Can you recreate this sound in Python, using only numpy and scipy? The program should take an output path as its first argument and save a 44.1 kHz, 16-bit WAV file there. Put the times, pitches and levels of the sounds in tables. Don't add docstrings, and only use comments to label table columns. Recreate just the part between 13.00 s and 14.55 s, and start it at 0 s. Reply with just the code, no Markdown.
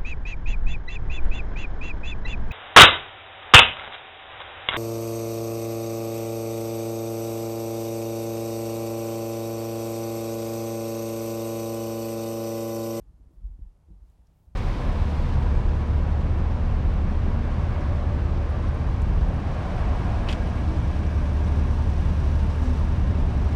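import sys
import numpy as np
from scipy import signal
from scipy.fft import rfft, irfft
from scipy.io import wavfile

SR = 44100
rng = np.random.default_rng(int(sys.argv[2]) if len(sys.argv) > 2 else 0)


def dump(signal):
    limited = np.clip(np.atleast_2d(signal).T, -1, 1)
    pcm = np.round(limited * 32767).astype(np.int16)
    wavfile.write(sys.argv[1], SR, pcm)


N = 68355
T = np.arange(N) / SR


def from_db(db):
    return 10 ** (np.asarray(db) / 20)


def unit_rms(x):
    return x / np.sqrt(np.mean(x ** 2) + 1e-20)


def coloured_noise(spectrum):
    hz, db = np.transpose(spectrum)
    bin_hz = np.maximum(np.arange(N + 1) * SR / (2 * N), 1)
    gain = from_db(np.interp(np.log(bin_hz), np.log(hz), db))
    low_cut = bin_hz ** 2 / (bin_hz ** 2 + 10 ** 2)
    return unit_rms(irfft(rfft(rng.standard_normal(2 * N)) * gain * low_cut)[:N])


# (frequency [Hz], relative spectral density [dB])
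HISS_SPECTRUM = [(1000, 10.5), (3000, 4.5), (6000, 2.5), (12500, 0), (13200, -15), (15800, -22)]
# (frequency [Hz], rms level [dB])
WHINE_TONES = [(2220, -108), (2821, -104), (3181, -104)]
def microphone_noise(hiss_db=-82):
    whine = sum(from_db(db) * np.sqrt(2) * np.sin(2 * np.pi * hz * T) for hz, db in WHINE_TONES)
    return from_db(hiss_db) * coloured_noise(HISS_SPECTRUM) + whine


# (frequency [Hz], relative spectral density [dB])
VENTILATION_SPECTRUM = [(20, -13.5), (30, -7), (48, 0), (80, -3.5), (115, -13.5), (175, -16.5),
                        (240, -27.5), (320, -27.5), (400, -30.5), (600, -32), (900, -34), (1300, -42),
                        (2200, -54.5), (4000, -68.5)]
def ventilation(level_db=-57.5):
    return from_db(level_db) * coloured_noise(VENTILATION_SPECTRUM)


def hall_reverberation(source, t60_s=0.35, gain_db=-15.5):
    tail = rng.standard_normal(N) * from_db(-60 * T / t60_s)
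    return from_db(gain_db) * signal.fftconvolve(source, tail / np.linalg.norm(tail))[:N]


# (time [s], level [dB])
RUSTLE_ENVELOPE = [(0, -67), (.3, -64.5), (.55, -68), (.72, -79), (1.55, -70)]
# (frequency [Hz], relative spectral density [dB])
RUSTLE_SPECTRUM = [(50, -36), (90, 7.5), (160, 0.5), (300, -4), (420, -13.5), (900, -51)]
def body_rustle():
    level_db = np.interp(T, *np.transpose(RUSTLE_ENVELOPE))
    return from_db(level_db) * coloured_noise(RUSTLE_SPECTRUM)


# (frequency [Hz], relative spectral density [dB])
CLOTH_SPECTRUM = [(1000, -3.5), (2200, -3), (4500, -2.5), (8000, -1.5), (12000, -1.5), (15500, 1)]
# (peak time [s], level [dB], 1/e half-width [s], tilt [dB/octave])
BRUSH_STROKES = [(0.344, -84.5, 0.046, 1), (1.097, -81, 0.068, -3), (1.274, -83.5, 0.19, -5),
                 (1.405, -81.5, 0.091, 6.5)]
def cloth_brushes():
    out = np.zeros(N)
    lowest_hz = CLOTH_SPECTRUM[0][0]
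    for peak_s, db, half_width_s, tilt in BRUSH_STROKES:
        spectrum = [(hz, level + tilt * np.log2(hz / lowest_hz)) for hz, level in CLOTH_SPECTRUM]
        envelope = np.exp(-((T - peak_s) / half_width_s) ** 2)
        out += from_db(db) * envelope * coloured_noise(spectrum)
    return out


# (time [s], level [dB], centre frequency [Hz])
CLOTH_TICKS = [(0.351, -80, 2400), (0.467, -75, 3620), (0.467, -75.5, 6200), (1.1, -71, 7500),
               (1.2699, -70.5, 5550), (1.273, -70, 5860), (1.271, -78, 9900)]
def cloth_ticks(decay_s=0.0012, q=3.6):
    out = np.zeros(N)
    for onset_s, db, hz in CLOTH_TICKS:
        edges_hz = [hz * (1 - .5 / q), hz * (1 + .5 / q)]
        bandpass = signal.butter(2, edges_hz, "band", fs=SR, output="sos")
        grain = unit_rms(signal.sosfilt(bandpass, rng.standard_normal(N)))
        envelope = (T >= onset_s) * np.exp(-np.abs(T - onset_s) / decay_s)
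        out += from_db(db) * envelope * grain
    return out


def damped_mode(force, hz, t60_s):
    radius = from_db(-60 / (t60_s * SR))
    angle = 2 * np.pi * hz / SR
    return signal.lfilter([0, np.sin(angle)], [1, -2 * radius * np.cos(angle), radius ** 2], force + 1e-18)


# (frequency [Hz], gain [dB], T60 [s])
BOARD_MODES = [(85.4, -5, 0.3), (135, -10, 0.11), (159.3, -3.5, 0.079), (184, -9.5, .4), (285.5, -21, 0.1),
               (321, -7.5, .12), (472, -12, 0.15)]
# (time [s], board drive [dB], contact time [s], heel drive [dB], heel frequency [Hz])
SOLE_IMPACTS = [(0.197, -56, 0.0031, -47, 265), (0.292, -61.5, 0.002, -56.5, 264),
                (0.307, -59, 0.0022, -53.5, 293), (0.416, -41, 0.0072, -67, 245),
                (.432, -45, 0.0063, -63, 245), (0.489, -42, 0.0074, -80, 246), (.587, -47, .0062, -45, 228),
                (.59, -52.5, 0.0025, -45, 258), (.885, -57, 0.0031, -48.5, 310),
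                (0.903, -42, 0.0034, -55, 327), (0.936, -64, 0.0026, -53.5, 324),
                (1.037, -68, 0.0031, -54, 312), (1.2, -62.5, 0.002, -61.5, 290)]
def sole_knocks(heel_t60_s=0.034):
    board_force, heels = np.zeros((2, N))
    for onset_s, board_db, contact_s, heel_db, heel_hz in SOLE_IMPACTS:
        pulse = np.sin(np.pi * np.clip((T - onset_s) / contact_s, 0, 1)) ** 2
        push = -pulse / pulse.sum()
        board_force += from_db(board_db) * push
        heels += from_db(heel_db) * damped_mode(push, heel_hz, heel_t60_s)
    boards = sum(from_db(db) * damped_mode(board_force, hz, t60_s) for hz, db, t60_s in BOARD_MODES)
    return heels + boards


# (peak time [s], level [dB], frequency [Hz],
# swell [s], fade [s])
FLOOR_LOADS = [(0.02, -43, 49.6, 0.015, 0.019), (0.086, -45.5, 48.5, 0.034, 0.042),
               (0.153, -49.5, 47, .02, 0.015), (0.223, -43.5, 43.7, 0.032, 0.022),
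               (.274, -46, 46.6, 0.004, 0.021), (.386, -40, 42.7, 0.015, 0.019),
               (.457, -27, 46.3, 0.023, .027), (0.508, -33.5, 47.5, 0.0054, 0.034),
               (0.553, -40, 42.3, .018, 0.017), (0.596, -45.5, 64, 0.011, 0.015),
               (0.624, -29.7, 44.6, 0.0094, 0.019), (0.667, -37.5, 35.5, 0.004, 0.036),
               (0.916, -43.5, 53, 0.0063, 0.021), (0.956, -44.5, 45.9, 0.041, 0.051),
               (1.022, -42.5, 48.6, 0.0056, 0.047), (1.095, -47, 51.5, 0.022, 0.011),
               (1.206, -48, 51.4, 0.008, 0.017), (1.481, -44, 56.5, .012, 0.014)]
def floor_booms(overtone_ratio=1.6, overtone_db=-22):
    out = np.zeros(N)
    for peak_s, db, hz, swell_s, fade_s in FLOOR_LOADS:
        from_peak_s = T - peak_s
        width_s = np.where(from_peak_s < 0, swell_s, fade_s)
        envelope = np.exp(-(from_peak_s / width_s) ** 2)
        phase = 2 * np.pi * hz * from_peak_s
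        modes = np.cos(phase) + from_db(overtone_db) * np.cos(overtone_ratio * phase)
        out += from_db(db) * envelope * modes
    return out


def scene():
    knocks = sole_knocks()
    steps = floor_booms() + knocks + hall_reverberation(knocks)
    clothes = body_rustle() + cloth_brushes() + cloth_ticks()
    return (steps + clothes + ventilation())[None]


def record(dry):
    cutoff_hz = 15800
    lowpass = signal.ellip(10, .1, 70, cutoff_hz, fs=SR, output="sos")
    return signal.sosfilt(lowpass, dry + microphone_noise())


dry = scene()
out = record(dry)
dump(out)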